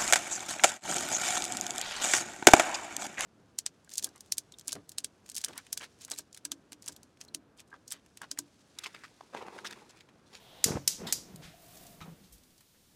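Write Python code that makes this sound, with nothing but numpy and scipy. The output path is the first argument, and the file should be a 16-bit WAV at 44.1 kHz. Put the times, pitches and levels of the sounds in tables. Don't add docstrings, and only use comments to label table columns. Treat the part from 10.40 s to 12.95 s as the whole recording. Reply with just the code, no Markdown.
import sys
import numpy as np
from scipy import signal
from scipy.fft import rfft, irfft, next_fast_len
from scipy.io import wavfile
from scipy.ndimage import uniform_filter1d, map_coordinates

SR = 44100
rng = np.random.default_rng(int(sys.argv[2]) if len(sys.argv) > 2 else 0)


def wrap_up_sound(samples):
    columns = np.atleast_2d(samples).T
    tamed = np.clip(columns, -1, 1)
    steps = np.round(tamed * 32767).astype(np.int16)
    wavfile.write(sys.argv[1], SR, steps)


N = 112454
T = np.arange(N) / SR


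def amp(db):
    return 10 ** (np.asarray(db) / 20)


def unit(x):
    return x / np.sqrt(np.mean(x ** 2) + 1e-20)


def along(points, hz):
    freqs, values = np.transpose(points)
    return np.interp(np.log(hz + 1), np.log(freqs + 1), values)


def fader(points):
    return amp(np.interp(T, *np.transpose(points), left=-120, right=-120))


def wobble(rate_hz):
    return map_coordinates(rng.standard_normal(4096), [T * rate_hz], mode="wrap")


def shaped_noise(response):
    size = next_fast_len(N + SR // 2)
    white = rfft(rng.standard_normal(N), size)
    return unit(irfft(white * response(np.fft.rfftfreq(size, 1 / SR)), size)[:N])


def noise(spectrum):
    return shaped_noise(lambda f: amp(along(spectrum, f)))


def band(hz, octaves):
    return shaped_noise(lambda f: np.exp(-.5 * (np.log2((f + 1) / hz) / octaves) ** 2))


def resonant(body):
    def power(f):
        return sum(amp(db) ** 2 / (1 + (2 * (f - hz) / width) ** 2) for hz, width, db in body)
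    return shaped_noise(lambda f: np.sqrt(power(f)))


def swell(rise_s, t60_s):
    return np.minimum(T / rise_s, 1) * amp(-60 * np.maximum(T - rise_s, 0) / t60_s)


def ring(modes, t60_s):
    tones = sum(amp(db + rng.normal(0, 2)) * np.sin(2 * np.pi * (hz * T + rng.random()))
                for hz, db in modes)
    return tones * swell(.003, t60_s)


def at(start_s, x):
    return np.pad(x, (round(start_s * SR), 0))[:N]


def burst(start_s, db, x, envelope):
    rms = amp(db) * np.sqrt(np.mean(envelope ** 2))
    return at(start_s, rms * unit(x * envelope))


def room_tone():
    # time_s, level_db
    rumble_ride = [(-.1, -65), (.7, -56.5), (.95, -59), (1.2, -63.5), (1.45, -58.5), (1.8, -61.5),
                   (2.05, -67.5), (2.3, -70.5), (2.6, -67.5)]
    # freq_hz, gain_db
    rumble_eq = [(20, -9.5), (50, -3.5), (110, -1), (180, 1), (300, -4), (650, -12.5), (1200, -18.5),
                 (3000, -20.5), (8000, -29)]
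    # freq_hz, gain_db
    air_eq = [(100, 3), (500, -5.5), (1000, -5), (2000, -7), (3500, -1.5), (7000, -3), (12000, -5.5),
              (15000, -6.5)]
    rumble = fader(rumble_ride) * noise(rumble_eq) * amp(0.4 * wobble(rate_hz=13.87))
    return rumble + amp(-67) * noise(air_eq)


def gas_jet():
    # time_s, level_db
    jet_ride = [(-.1, -63), (.23, -55), (.30, -66.5), (.40, -83)]
    # freq_hz, gain_db
    jet_eq = [(200, -10.5), (700, 3.5), (1300, -7.5), (2500, -9), (3350, 1), (4000, -4.5), (4700, -12),
              (12000, -27)]
    return fader(jet_ride) * noise(jet_eq)


def spark_crack(start_s, envelope, ring_hz, ring_db, low_cut_hz, tilt):
    # freq_hz, gain_db
    snap_eq = [(200, -23), (700, -13), (1200, -19), (1700, -12.5), (2400, -10.5), (3200, -12), (4800, -2),
               (7500, 0), (10000, -5), (13000, -8.5), (15500, -12)]
    ring_width_hz = 370
    f = np.fft.rfftfreq(N, 1 / SR)
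    scatter = rfft(at(start_s, rng.standard_normal(N) * envelope))
    contour = np.sqrt(np.abs(uniform_filter1d(np.abs(scatter) ** 2, size=3000)))
    peak_db = ring_db / (1 + ((f - ring_hz) / ring_width_hz) ** 2)
    low_cut = f ** 2 / np.hypot(f ** 2, low_cut_hz ** 2)
    colour = amp(along(snap_eq, f) + peak_db + tilt * np.log2(f + 1)) * low_cut
    return unit(irfft(scatter / contour * colour, N)) * np.sqrt(np.mean(envelope ** 2))


def kitchen_tail(tilt, build_s=0.002):
    # freq_hz, gain_db
    tail_eq = [(300, -39.5), (1200, -25), (2200, -13), (3500, -7.5), (5500, -1.5), (7000, -2.5), (9000, -5),
               (12000, -8), (15500, -13.5)]
    # freq_hz, t60_s
    decay_times = [(200, 0.66), (2000, 0.26), (6000, 0.38), (9000, 0.27), (15000, 0.21)]
    wash = noise([(f, db + tilt * np.log2(f)) for f, db in tail_eq])
    hz, t, bands = signal.stft(wash, SR, nperseg=256)
    decay = amp(-60 * t / along(decay_times, hz)[:, None])
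    tail = signal.istft(bands * decay, SR, nperseg=256)[1][:N]
    return tail * np.minimum(T / build_s, 1)


def igniter():
    # start_s, level_db, rise_s, t60_s, spike_ratio, ring_hz, ring_db, low_cut_hz,
    # tilt_db_per_octave, room_db
    sparks = [(0.2416, -13, 0.000066, .02, 1.6, 7000, 4, 1180, -0.5, -30.5),
              (0.4767, -13.5, .0005, 0.023, 0.23, 5500, 5.5, 1902, -0.5, -31.5),
              (.7246, -19.5, 0.00063, 0.039, 0.89, 6700, 1.5, 450, 0.8, -36)]
    # pitch_hz, gain_db
    hob_modes = [(4814, 3.5), (5160, -14.5), (5550, 1), (5895, 2), (6050, 3), (6400, -4), (6860, 3),
                 (7378, -1.5), (7844, -8), (8400, -4.5), (9232, -7.5)]
    out = np.zeros(N)
    for start, db, rise, t60, spike, ring_hz, ring_db, low_cut_hz, tilt, room_db in sparks:
        envelope = swell(rise, t60) + spike * swell(rise, t60_s=0.0018)
        out += amp(db) * spark_crack(start, envelope, ring_hz, ring_db, low_cut_hz, tilt)
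        hob = amp(db - 29.5) * ring(hob_modes, t60_s=0.22)
        out += at(start, hob + amp(room_db) * kitchen_tail(tilt))
    return out


def flame():
    # time_s, level_db
    flame_ride = [(.235, -86), (.257, -40.5), (.30, -37.5), (.345, -40), (.372, -35.5), (.383, -48.5),
                  (.45, -63.5), (.57, -63.5), (.605, -44.5), (.66, -45), (.71, -53), (.78, -59.5),
                  (1.0, -57), (1.2, -87.5)]
    # freq_hz, gain_db
    flutter_eq = [(30, -18), (80, -5), (200, -0.5), (450, -1.5), (800, -10), (1400, -15.5), (2200, -19.5),
                  (4000, -33), (9000, -62.5)]
    # start_s, level_db, width_s
    pops = [(.263, -29, .0007), (.2963, -33, .00012), (.3073, -24, .0006), (.330, -32, .0003),
            (.3562, -24.5, .001), (.369, -29, .0005), (.3728, -25.5, .00025)]
    # pitch_hz, gain_db
    stove_modes = [(95, -3), (136, 0), (178, -3), (295, -6), (437, -9), (573, -12)]
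    flutter_db, boom_db, low_cut_hz = 2.5, -22.5, 73
    out = fader(flame_ride) * unit(noise(flutter_eq) * amp(flutter_db * wobble(rate_hz=130.77)))
    for start, db, width in pops:
        u = (T - start) / width
        out += amp(db) * u * np.exp(1 - np.abs(u))
        out += at(start, amp(db + boom_db) * ring(stove_modes, t60_s=0.29))
    return signal.sosfilt(signal.butter(3, low_cut_hz, "highpass", fs=SR, output="sos"), out)


def bumps():
    # start_s, level_db, pitch_hz, rise_s, t60_s
    hits = [(.59, -43.5, 185, 0.014, 0.27), (.60, -55, 67, 0.0091, 0.11),
            (0.893, -49.5, 173.5, 0.0055, 0.24), (.94, -44.5, 158, 0.0068, 0.14),
            (0.988, -50.5, 162, .01, 0.52), (1.039, -55, 55, .015, 0.16), (1.609, -46, 176, 0.0027, 0.24),
            (1.679, -49, 176, 0.0034, 0.36), (1.718, -48, 176, 0.0065, 0.13),
            (1.812, -53.5, 182, 0.0022, 0.13), (1.894, -56.5, 54, 0.024, 0.23), (2.47, -72, 186, .01, .3)]
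    return sum(burst(start, db, band(hz, octaves=0.16), swell(rise, t60))
               for start, db, hz, rise, t60 in hits)


def scrape():
    # centre_hz, width_hz, gain_db
    metal = [(950, 150, -3.5), (1415, 84, -1), (1950, 240, -4), (3170, 150, -4), (3630, 210, 2.5),
             (4200, 600, -5), (5100, 270, -3.5), (7140, 900, -10.5), (8620, 1200, -14), (13000, 4000, -23)]
    return burst(start_s=.664, db=-38, x=resonant(metal), envelope=swell(rise_s=.009, t60_s=.25))


def pot():
    # time_s, gain_db
    hollow_ride = [(.67, -30), (.9, -2.5), (1.3, 2), (1.55, 2), (1.7, -28)]
    # time_s, level_db
    hiss_ride = [(1.0, -92), (1.2, -61.5), (1.36, -55.5), (1.5, -57.5), (1.6, -65), (1.75, -74)]
    # freq_hz, gain_db
    hiss_eq = [(150, -3), (400, -0.5), (1100, 0), (2000, -2), (3500, -1.5), (7000, -0.5), (11000, -1),
               (15000, 0)]
    hollow = amp(-65) * fader(hollow_ride) * band(hz=686, octaves=0.13)
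    hiss = fader(hiss_ride) * noise(hiss_eq) * amp(1.4 * wobble(rate_hz=190))
    return hollow + hiss


def scuffs():
    # start_s, level_db, rise_s, t60_s, centre_hz, spread_octaves
    rubs = [(0.861, -74, .015, 0.087, 1220, 1.5), (1.01, -51, 0.032, 0.41, 2400, 1.15),
            (1.655, -53.5, 0.0063, 0.4, 388, 1.33), (1.83, -62.5, 0.013, 0.21, 4500, 0.87),
            (1.921, -53.5, .006, 0.16, 8500, 1.1), (2.204, -56.5, 0.0047, 0.054, 4000, 1.8),
            (2.34, -70, 0.0081, 0.083, 900, 0.94)]
    return sum(burst(start, db, band(hz, octaves), swell(rise, t60))
               for start, db, rise, t60, hz, octaves in rubs)


def ticks():
    # start_s, level_db, t60_s
    taps = [(.959, -44, 0.022), (1.371, -49, .04), (1.466, -48.5, 0.036), (1.98, -61.5, 0.062),
            (2.035, -59.5, .04), (2.105, -63, .04), (2.178, -59, 0.067), (2.285, -68, .04)]
    # freq_hz, gain_db
    tick_eq = [(500, -33.5), (2500, -5), (4500, 9.5), (9000, 6.5), (15000, -1)]
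    return sum(burst(start, db, noise(tick_eq), swell(0.001, t60)) for start, db, t60 in taps)


def clack():
    # start_s, level_db, t60_s
    knocks = [(1.605, -47, 0.032), (1.612, -42.5, 0.065), (1.620, -45.5, 0.13)]
    # centre_hz, width_hz, gain_db
    body = [(96, 18, 9.5), (342, 50, 3), (834, 120, -2), (1260, 21, 9.5), (1650, 870, -9),
            (2380, 540, -6.5), (3770, 330, -7), (6000, 1600, -17)]
    return sum(burst(start, db, resonant(body), swell(0.0007, t60)) for start, db, t60 in knocks)


def scene():
    stove = gas_jet() + igniter() + flame() + pot()
    handling = bumps() + scrape() + scuffs() + ticks() + clack()
    return (room_tone() + stove + handling)[None]


def record(dry):
    top_hz = 15450
    return signal.sosfilt(signal.ellip(12, .1, 80, top_hz, fs=SR, output="sos"), dry)


dry = scene()
out = record(dry)
wrap_up_sound(out)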